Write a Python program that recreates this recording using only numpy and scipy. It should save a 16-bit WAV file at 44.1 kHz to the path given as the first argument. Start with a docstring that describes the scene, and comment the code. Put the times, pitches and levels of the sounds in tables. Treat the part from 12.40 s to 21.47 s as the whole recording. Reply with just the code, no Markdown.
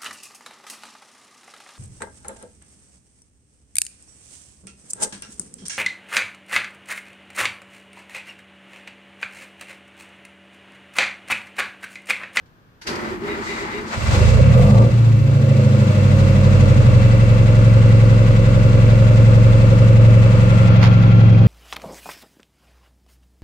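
"""A small truck's four-cylinder engine starts in a garage, heard from the cab with the door open.
Key and solenoid click, the starter grinds for a second, the engine catches, flares and falls to a
fast idle. Firings ring the exhaust pipe, which booms, drones and barks; the valve gear clatters
and hisses; a belt whines. Near the end the listener turns to the door, with a short scuff."""
import sys
import numpy as np
from scipy import signal
from scipy.fft import rfft, irfft, next_fast_len
from scipy.io import wavfile
from scipy.ndimage import uniform_filter1d, minimum_filter1d, map_coordinates

SR = 44100
rng = np.random.default_rng(int(sys.argv[2]) if len(sys.argv) > 2 else 0)


def log_audio(samples):
    """Write samples as a 16-bit WAV file to the path given in sys.argv[1]."""
    # one column per channel
    frames = np.atleast_2d(samples).T
    # limit to full scale, then quantise
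    limited = np.clip(frames, -1, 1)
    pcm = np.round(limited * 32767).astype(np.int16)
    wavfile.write(sys.argv[1], SR, pcm)


N = 399987

# engine effort: time_s, bark_db, clatter_db
EFFORT = [(1.55, -45.5, -35), (1.66, -43.5, -30.5), (1.76, -28.5, -29), (2.05, -26, -33), (2.2, -25, -33),
          (2.44, -20.5, -38.5), (2.56, -38.5, -38.5), (2.8, -36.5, -41), (3.15, -26, -37.5),
          (3.5, -27.5, -35), (4.3, -25.5, -33), (5.1, -27.5, -34), (7.6, -24.5, -33.5), (8.3, -27, -31.5),
          (8.6, -31.5, -33), (9.05, -31, -36.5)]
# hiss of starter and valve gear: freq_hz, gain_db
METAL_HISS = [(1940, -27.5), (3300, -10.5), (3410, -7), (3730, -8.5), (4060, -3.5), (4250, -7),
              (4680, -5.5), (5540, -9.5), (7750, -7), (10400, -24.5), (14500, -31.5), (15500, -29)]
IDLE_BARK_DB = -25.5


def amp(db):
    """Decibels to gain."""
    return 10 ** (np.asarray(db) / 20)


def unit(x):
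    """Scale to rms 1."""
    return x / np.sqrt(np.mean(x ** 2) + 1e-20)


def steady(x, samples):
    """Hold the running rms near 1."""
    power = uniform_filter1d(uniform_filter1d(np.mean(x ** 2, 0), samples), samples)
    return x / np.sqrt(np.abs(power) + 1e-4 * np.mean(x ** 2))


def along(points, hz):
    """Interpolate (freq_hz, value) points on a log axis."""
    freq_hz, values = np.transpose(points)
    return np.interp(np.log(hz + 1), np.log(freq_hz + 1), values)


def clock():
    """Sample times in seconds."""
    return np.arange(N) / SR


def curves(rows):
    """Per-sample curve for each column after time_s."""
    time_s, *columns = np.transpose(rows)
    return [np.interp(clock(), time_s, column) for column in columns]


def ramp(start_s, length_s):
    """Linear rise from 0 to 1."""
    return np.clip((clock() - start_s) / length_s, 0, 1)


def bump(centre_s, sigma_s):
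    """Bell of height 1."""
    return np.exp(-.5 * ((clock() - centre_s) / sigma_s) ** 2)


def wobble(rate_hz):
    """Smooth random curve, knots at rate_hz."""
    return map_coordinates(rng.standard_normal(int(N * rate_hz / SR) + 4), [clock() * rate_hz])


def noise():
    """Two independent white noises."""
    return rng.standard_normal((2, N))


def filtered(x, response):
    """Apply a complex frequency response."""
    size = next_fast_len(N + SR // 2)
    return irfft(rfft(x, size) * response(np.fft.rfftfreq(size, 1 / SR)), size)[..., :N]


def colour(points):
    """Response through (freq_hz, gain_db) points."""
    return lambda f: amp(along(points, f))


def body(modes):
    """Causal response of (freq_hz, width_hz, gain_db) resonances, alternating in sign."""
    return lambda f: sum((-1) ** k * amp(db) * 1j * f * width / (hz * hz - f * f + 1j * f * width)
                         for k, (hz, width, db) in enumerate(modes))


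def in_cab(pair, response):
    """Filter two independent signals and blend them to left and right, rms 1."""
    # left-right likeness in the cab: freq_hz, correlation
    likeness = [(100, 0.82), (300, 0.76), (600, 0.8), (900, 0.053), (1350, 0.44), (2200, 0.11),
                (5000, 0.073)]

    def blend(f):
        angle = np.arccos(np.clip(along(likeness, f), -1, 1)) / 2
        return response(f) * np.array([np.cos(angle), np.sin(angle)])
    mid, side = filtered(pair, blend)
    return unit(np.array([mid + side, mid - side]))


def beats(cycles, count):
    """Sample indices of count even beats per cycle."""
    return np.searchsorted(cycles, np.arange(1, int(cycles[-1] * count)) / count)


def impacts(cycles, t60_s, scatter_db, count):
    """Each of count parts strikes once a cycle, with its own ring through the garage."""
    hits, t = beats(cycles, count), np.arange(SR // 4) / SR
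    out = np.zeros((2, N))
    for part in range(count):
        own_hits = hits[part::count]
        blows = np.zeros(N)
        blows[own_hits] = amp(scatter_db * rng.standard_normal(len(own_hits)))
        ring = rng.standard_normal((2, len(t))) * amp(-60 * t / t60_s)
        out += signal.oaconvolve(blows[None], ring, axes=1)[:, :N]
    return unit(out)


def accent(cycles, phase, sharpness):
    """One peak of height 1 per cycle."""
    return np.exp(sharpness * (np.cos(2 * np.pi * (cycles - phase)) - 1))


def flare():
    """1 while the throttle is open after the catch."""
    return ramp(2.11, .081) * (1 - ramp(2.41, .078))


def garage():
    """Faint, low room noise."""
    # room tone: freq_hz, gain_db
    spectrum = [(15, -31.5), (25, -8), (125, -1.5), (264, -8), (301, -10), (709, -17), (1670, -14.5),
                (1910, -24), (3350, -27.5), (10600, -42.5), (15000, -38)]
    return amp(-53.5) * in_cab(noise(), colour(spectrum))


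def engine_bay():
    """The bay rings in narrow bands, heard through the open door."""
    modes = [(648, 24, -2), (790, 23, 1), (2480, 30, -6.5), (3250, 18, -5.5)]
    return amp(-37) * ramp(7.9, .38) * in_cab(noise(), body(modes))


def door_scuff():
    """Brief gritty rub against the door, to the right."""
    # rubs: centre_s, level_db, sigma_s
    rubs = [(8.432, -28.5, 0.0099), (8.452, -25, 0.02)]
    # friction noise: freq_hz, gain_db
    spectrum = [(300, -16.5), (700, 0.5), (2400, -5.5), (4500, -13), (8000, -15.5), (11000, -33),
                (15000, -34)]
    envelope = sum(amp(db) * bump(s, sigma_s) for s, db, sigma_s in rubs)
    grit = amp(3.8 * wobble(500))
    return envelope * grit * in_cab(noise(), colour(spectrum)) * amp([[-3], [5]])


def belt_whine():
    """Thin wavering tone after the flare; louder and further left by the door."""
    pitch_hz = 1370 + 3.5 * wobble(30)
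    tone = np.sin(2 * np.pi * np.cumsum(pitch_hz) / SR)
    door = ramp(7.85, .3) * (1 - ramp(8.75, .3))
    level_db = -40.5 - 6 * (1 - ramp(3.2, .5)) + 9.5 * door + 1.5 * wobble(36)
    pan = np.array([np.ones(N), .5 - .3 * door])
    return amp(level_db) * tone * ramp(2.4, .3) * pan


def ignition_clicks():
    """Key turns, solenoid slams and rings, pinion bites."""
    # key, solenoid and pinion strikes: start_s, level_db, t60_s
    strikes = [(0.056, -52, .15), (0.414, -29.5, 0.19), (0.468, -17.5, 0.27), (0.554, -22.5, .05)]
    # solenoid steel: freq_hz, width_hz, gain_db
    steel_modes = [(2470, 170, -0.5), (3900, 200, -3.5), (4700, 310, 1.5), (5100, 160, -4)]
    # click noise: freq_hz, gain_db
    spectrum = [(120, -50), (200, -26), (358, -11), (728, -23), (957, -3.5), (1230, -18), (1450, -3.5),
                (3420, -12), (4750, -7.5), (11000, -23), (15500, -45)]
    t = clock()
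    envelope = sum(ramp(s - .002, .008) * amp(db - 7 - 60 * np.abs(t - s) / t60_s)
                   for s, db, t60_s in strikes)
    ring = .45 * ramp(.46, .01) * in_cab(noise(), body(steel_modes))
    return envelope * (in_cab(noise(), colour(spectrum)) + ring)


def starter():
    """Gear teeth grind and whine; the motor surges with the strokes and drags at each compression."""
    # compressions: centre_s, dip_db
    compressions = [(.795, 8.5), (1.031, 1), (1.271, 0), (1.445, 3)]
    # piston-stroke surges: centre_s, whine_db
    surges = [(0.486, -41), (.53, -41.5), (.63, -36), (0.731, -32.5), (.845, -30), (.91, -28), (.995, -30),
              (1.114, -31), (1.23, -31.5), (1.36, -30), (1.42, -32.5)]
    # motor groan: freq_hz, width_hz, gain_db
    groan_modes = [(233.7, 17, -2.5), (299, 23, -5), (340, 37, -0.5)]
    # casing: freq_hz, width_hz, gain_db
    casing_modes = [(2010, 70, 0), (2190, 130, -5), (2400, 120, -10), (2850, 110, -12), (3810, 70, -12)]
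    # casing rings as the motor speeds up: centre_s, level_db, sigma_s
    casing_swells = [(.66, -41.5, 0.037), (0.916, -32, 0.034), (1.102, -30.5, 0.031), (1.199, -34, 0.039),
                     (1.357, -33, 0.036)]
    # gear rattle: freq_hz, gain_db
    gear_spectrum = [(250, -30), (430, -17), (493, -10), (516, -6), (678, -6), (710, -7.5), (860, -1),
                     (1200, -2), (1880, -5), (2040, -4.5), (2660, -14), (3220, -19), (3800, -25),
                     (4940, -28), (8360, -120)]
    # hiss swells: centre_s, boost_db, sigma_s
    hiss_swells = [(1.076, 8.5, .035), (1.186, 7, .04), (1.496, 9.5, 0.016)]
    # cranking rumble: freq_hz, gain_db
    rumble_spectrum = [(21, -49), (35, -16), (75, -9), (163, -10.5), (221, -6), (300, -14), (390, -33),
                       (660, -120)]
    compression_s, surge_s, hiss_rise_db_per_s = .036, .019, 1.5
    kick_s, kick_db = 1.542, 15  # engine overruns the pinion and throws it out

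    drag = sum(bump(s, 1.4 * compression_s) for s, _ in compressions)
    dip_db = sum(db * bump(s, compression_s) for s, db in compressions)
    stroke = sum(bump(s, 1.5 * surge_s) for s, _ in surges) - 1
    motor_hz = 44 * (1 - .098 * drag + .006 * wobble(40))
    teeth = impacts(np.cumsum(motor_hz) / SR, t60_s=.17, scatter_db=1, count=3)

    whine_hz = 408 * (.87 + .13 * ramp(.55, .35) + .2 * stroke)
    whine = np.sin(2 * np.pi * np.cumsum(whine_hz) / SR) * amp(3 + wobble(28))
    whine *= sum(amp(db) * bump(s, surge_s) for s, db in surges)
    groan = steady(in_cab(teeth + noise(), body(groan_modes)), samples=3000) * (1 - ramp(1.8, .036))
    groan *= amp(-31 + 2.3 * stroke - .35 * dip_db - 3.3 * ramp(.93, .054))
    casing = steady(in_cab(.5 * teeth + noise(), body(casing_modes)), samples=1500)
    casing *= sum(amp(db) * bump(s, sigma_s) for s, db, sigma_s in casing_swells)
    rattle = in_cab(teeth + .66 * noise(), colour(gear_spectrum))
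    rattle *= amp(-31 - dip_db + kick_db * bump(kick_s, .011) + 1.3 * wobble(70.3))
    hiss_db = -46.5 + hiss_rise_db_per_s * (np.minimum(clock(), kick_s) - 1) - 1.3 * dip_db
    hiss_db += sum(db * bump(s, sigma_s) for s, db, sigma_s in hiss_swells)
    hiss = in_cab(teeth + noise(), colour(METAL_HISS)) * amp(hiss_db + .8 * wobble(70))
    rumble = amp(-36.5 + 2 * stroke) * in_cab(noise(), colour(rumble_spectrum))
    engaged = ramp(.449, .038) * (1 - ramp(1.48, .1))
    return engaged * (whine + casing + groan + rattle + hiss + rumble)


def valve_gear(cycle_hz, cycles):
    """Tappets clatter and hiss in time with the firings; under load the block rasps and fizzes."""
    # tappet clatter: freq_hz, gain_db
    clatter_spectrum = [(320, -28.5), (550, -7), (650, -8.5), (735, -10.5), (1410, -9.5), (1730, -15),
                        (2000, -17.5), (2470, -20), (2730, -23.5), (3140, -21.5), (4500, -35),
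                        (5850, -65.5), (9900, -120)]
    # engine block: freq_hz, width_hz, gain_db
    block_modes = [(1140, 60, -5), (2010, 110, -2), (2280, 110, -3), (2680, 140, -2)]
    _, clatter_db = curves(EFFORT)
    tappet_db = 3.6 * accent(cycles, phase=.44, sharpness=4) - .8  # one tappet is louder
    taps = impacts(cycles, t60_s=.41, scatter_db=2, count=4)
    knocks = taps + .55 * noise()
    block_knocks = impacts(cycles, t60_s=.38, scatter_db=2, count=4) + .7 * noise()
    metal = in_cab(knocks, colour(clatter_spectrum)) + .5 * in_cab(block_knocks, body(block_modes))
    clatter = steady(metal, samples=6000) * amp(clatter_db + 4 + .53 * tappet_db)

    hiss_db = -42.5 + 1.13 * (clatter_db + 34.5) + 1.5 * flare()
    hiss_db += 4.5 * (1 - ramp(1.96, .048))  # dry until the oil arrives
    hiss_db += 1.9 * np.clip(cycle_hz - 11.3, 0, 1.5)  # above idle speed
    hiss_db -= 1.5 * ramp(7.3, .25)  # listener turns to the door
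    hiss = steady(in_cab(.5 * taps + noise(), colour(METAL_HISS)), samples=6000)
    hiss *= amp(hiss_db + tappet_db + .59 * wobble(120))

    rasp_modes = [(674, 34, -2.5), (868, 100, -6), (1186, 24, -4.5)]
    rasp = amp(-28) * flare() * in_cab(knocks, body(rasp_modes))
    fizz = in_cab(noise(), colour([(4000, -25), (8000, 0), (11000, -9), (15000, -9)]))
    fizz *= amp(-49.5) * (bump(2.2, .06) + .6 * bump(2.26, .1))
    return ramp(1.493, .036) * (clatter + hiss) + rasp + fizz


def first_firings(cycles):
    """Ragged puffs ring the pipe and grow until the engine runs evenly."""
    # pipe at the catch: freq_hz, width_hz, gain_db
    catch_modes = [(54, 10, 1), (79, 12, 4.5), (105, 11, 3), (130, 12, -3), (205, 22, -10)]
    # pipe under load: freq_hz, width_hz, gain_db
    load_modes = [(58, 12, -7), (84, 12, -3), (114, 12, 3.5), (135, 12, 3.5), (196, 16, -6)]
    catch_s, growth_s, start_db, end_db = 1.54, .14, -32.5, -8
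    firings = beats(cycles - .07 + .006 * wobble(30), count=4)
    puffs = np.zeros(N)
    puffs[firings] = amp(2.1 * rng.standard_normal(len(firings)))
    gas = unit(puffs) + .25 * noise()

    def ring(modes):
        return filtered(gas, lambda f: body(modes)(f) / (1 + (f / 280) ** 4) / (1 + (42 / (f + 1)) ** 4))
    load = ramp(1.84, .35)
    thuds = (1 - load) * ring(catch_modes) + load * ring(load_modes)
    gate = ramp(catch_s, .015) * (1 - ramp(2.19, .1))
    level_db = end_db + (start_db - end_db) * np.exp(-np.maximum(clock() - catch_s, 0) / growth_s)
    return amp(level_db) * steady(thuds, samples=2600) * gate


def pipe_voice(cycle_hz, cycles, modes, orders, roughness, scatter_turns):
    """Exhaust orders slide through fixed resonances, ragged while the engine catches."""
    def pipe(f):
        return body(modes)(f) / (1 + (f / 800) ** 4) / (1 + (175 / (f + 1)) ** 8)
    grid_hz = np.arange(SR // 40)
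    gain, phase_rad = np.abs(pipe(grid_hz)), np.unwrap(np.angle(pipe(grid_hz)))
    tones = 0
    for order in orders:
        hz = order * cycle_hz
        level = amp(-2.5 * (order % 2)) * np.interp(hz, grid_hz, gain)  # crank harmonics are stronger
        turns = order * (cycles - .1) + scatter_turns * rng.standard_normal()  # garage scatters phase
        tones += level * np.cos(2 * np.pi * turns + np.interp(hz, grid_hz, phase_rad))
    ragged = roughness + 1.2 * (1 - ramp(2.6, .2)) + .35 * (1 - ramp(4.2, .6))
    return steady(steady(tones[None], samples=4000) + ragged * in_cab(noise(), pipe), samples=4000)


def exhaust_drone(cycle_hz, cycles):
    """Clean middle orders grow with engine effort and by the door."""
    # pipe, middle range: freq_hz, width_hz, gain_db
    modes = [(206.3, 11.3, 5), (237.1, 8.8, -0.5), (290, 13, -7), (338, 17, -12), (381.8, 19, -10)]
    voice = pipe_voice(cycle_hz, cycles, modes, orders=range(17, 37), roughness=.15, scatter_turns=1)
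    effort_db = curves(EFFORT)[0] - IDLE_BARK_DB
    level_db = -24.5 + .29 * effort_db - 4.2 * (1 - ramp(2.93, 2)) + 1.1 * flare()
    door_db = 3.2 * ramp(8.4, .53)
    return amp(level_db + door_db) * voice


def exhaust_bark(cycle_hz, cycles):
    """Rough high orders throb twice a cycle; by the door one beat stands out."""
    # pipe, upper range: freq_hz, width_hz, gain_db
    modes = [(445, 19.3, -13.5), (496.3, 8.6, -0.5), (539.9, 10, 1.5), (607.5, 6.1, -2.5)]
    # single hard firings: centre_s, boost_db
    hard_firings = [(1.748, 10.5), (1.787, 3), (1.825, 8), (1.93, 5.5), (1.995, 10.5), (2.178, 9),
                    (2.21, 9)]
    voice = pipe_voice(cycle_hz, cycles, modes, orders=range(32, 62), roughness=.5, scatter_turns=.3)
    throb_db = 1.5 * np.cos(4 * np.pi * (cycles - .23)) + .8 * np.cos(2 * np.pi * (cycles - .9)) + .3
    door_db = ramp(7.6, .5) * (4 * accent(cycles, phase=.17, sharpness=3) - 1.2)
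    hard_db = sum(db * bump(s, .01) for s, db in hard_firings)
    return amp(curves(EFFORT)[0] + hard_db + throb_db + door_db) * voice


def order_tone(cycles, order):
    """One multiple of the cycle rate, phase-shifted by pipe and garage."""
    phase_rad = .105 * (order - 10) ** 2 + 1.1 * max(order - 13, 0) ** 2
    return np.cos(2 * np.pi * order * (cycles - .7) + phase_rad)


def exhaust_boom(cycle_hz, cycles):
    """Low orders swell and fade as they slide through the resonances of pipe and garage."""
    # tailpipe harmonics of the cycle rate: order, level_db
    orders = [(4, 1), (6, -6.5), (7, -20), (8, -0.5), (9, -19), (10, 0.5), (11, -0.5), (12, -4.5),
              (13, -3.5), (14, -2.5), (15, -10.5), (16, 3.5), (20, -5), (22, -2.5), (24, 2), (26, -12.5)]
    # pipe and garage response: freq_hz, gain_db
    response = [(45, -20.5), (49, -22.5), (52.5, -37.5), (56, -29.5), (68, -35.5), (81, -22), (90, -18),
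                (97, -8.5), (102, -12.5), (107, -12), (112, -7.5), (118, -9), (123.5, -34), (128, -13.5),
                (134, -11.5), (144, -24), (160, -31.5), (180, -25.5), (211, -21), (222, -34.5), (270, -47),
                (297, -30), (312, -35.5), (333, -38), (355, -43.5)]
    # change by the door: freq_hz, gain_db
    door_response = [(45, -5), (90, -1.5), (112, 0.5), (135, 1.5), (180, 6.5), (300, -2)]
    flare_db, door = 4 * flare(), ramp(7.6, .79)
    overrun_db = .85 * np.minimum(curves(EFFORT)[0] - IDLE_BARK_DB, 0) * (1 - door)  # throttle shut
    tones = 0
    for order, db in orders:
        hz = order * cycle_hz
        throttle_db = flare_db * np.interp(order, [4, 16, 20], [.5, 2, 0])
        throttle_db += overrun_db * np.clip((order - 10) / 3, 0, 1)
        level_db = db + along(response, hz) + throttle_db + door * along(door_response, hz[-1])
        tones += amp(level_db + 1.07 * wobble(4.6)) * order_tone(cycles, order)
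    # no two firings burn alike
    flutter = amp(-25.5) * in_cab(noise(), body([(81, 40.5, .0023), (159, 68, 0)]))
    pounding = amp(-20) * order_tone(cycles, order=4) * bump(2.28, .092)
    return (tones + flutter) * ramp(2.158, .18) + pounding


def scene():
    """One crankshaft times exhaust and valve gear; the other sources add on top."""
    # run-up, flare and fall to idle, in four-stroke cycles: time_s, cycle_hz
    speed = [(1.45, 2.232), (1.7, 5.6), (1.85, 6.85), (2.03, 8.3), (2.1, 9.25), (2.25, 12.2), (2.36, 13.8),
             (2.5, 15.016), (2.66, 14.187), (2.85, 13.477), (3.25, 13.13), (3.72, 12.324), (4.18, 12.138),
             (4.62, 11.523), (5.05, 11.217), (5.9, 11.141), (7.5, 11.34), (8.2, 11.295), (9.05, 11.182)]
    cycle_hz, = curves(speed)
    cycles = np.cumsum(cycle_hz * (1 + .0006 * wobble(14))) / SR
    exhaust = first_firings(cycles) + exhaust_boom(cycle_hz, cycles)
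    exhaust += ramp(1.404, .14) * (exhaust_drone(cycle_hz, cycles) + exhaust_bark(cycle_hz, cycles))
    room = garage()
    engine = exhaust + valve_gear(cycle_hz, cycles) + belt_whine() + engine_bay()
    return engine + starter() + ignition_clicks() + door_scuff() + room


def record(dry):
    """Sound reaches the left microphone port first; the right dulls on the turn; peaks are limited."""
    # channel balance: freq_hz, left_minus_right_db
    balance = [(50, -2), (84, -3), (112, .5), (135, -1.8), (172, 3.8), (205, .3), (270, 1.5), (385, -2.5),
               (490, 0), (545, -4), (700, 3), (850, 0), (1150, 2.5), (3500, 2.5), (5000, 0)]
    # shaded left port: freq_hz, gain_db
    left_shade = [(6300, 0), (8200, -14), (10000, -7), (11000, 0)]
    # right port, shaded after the turn: freq_hz, gain_db
    right_shade = [(4700, 0), (6000, -9), (8200, -22), (10000, -14), (11500, -6)]
    # cab standing waves at the right port: freq_hz, lag_rad
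    cab_lag = [(62, -.15), (76, -1.3), (90, -1.3), (105, 0), (200, -.25), (460, -.8), (620, -.4), (1400, 0)]
    right_lag_s, ceiling, cutoff_hz = .00038, .92, 15500
    left, right = filtered(dry, lambda f: amp(along(balance, f) * np.array([[.5], [-.5]])))
    left = filtered(left, colour(left_shade))
    right = filtered(right, lambda f: np.exp(-2j * np.pi * f * right_lag_s - 1j * along(cab_lag, f)))
    turned = ramp(8.27, .031)
    right = (1 - turned) * right + turned * filtered(right, colour(right_shade))
    pair = np.array([left, right])
    safe_gain = np.minimum(1, ceiling / (np.abs(pair).max(0) + 1e-9))
    limiter_gain = uniform_filter1d(minimum_filter1d(safe_gain, size=600), size=500)
    return filtered(pair * limiter_gain, lambda f: f < cutoff_hz)


dry = scene()
out = record(dry)
log_audio(out)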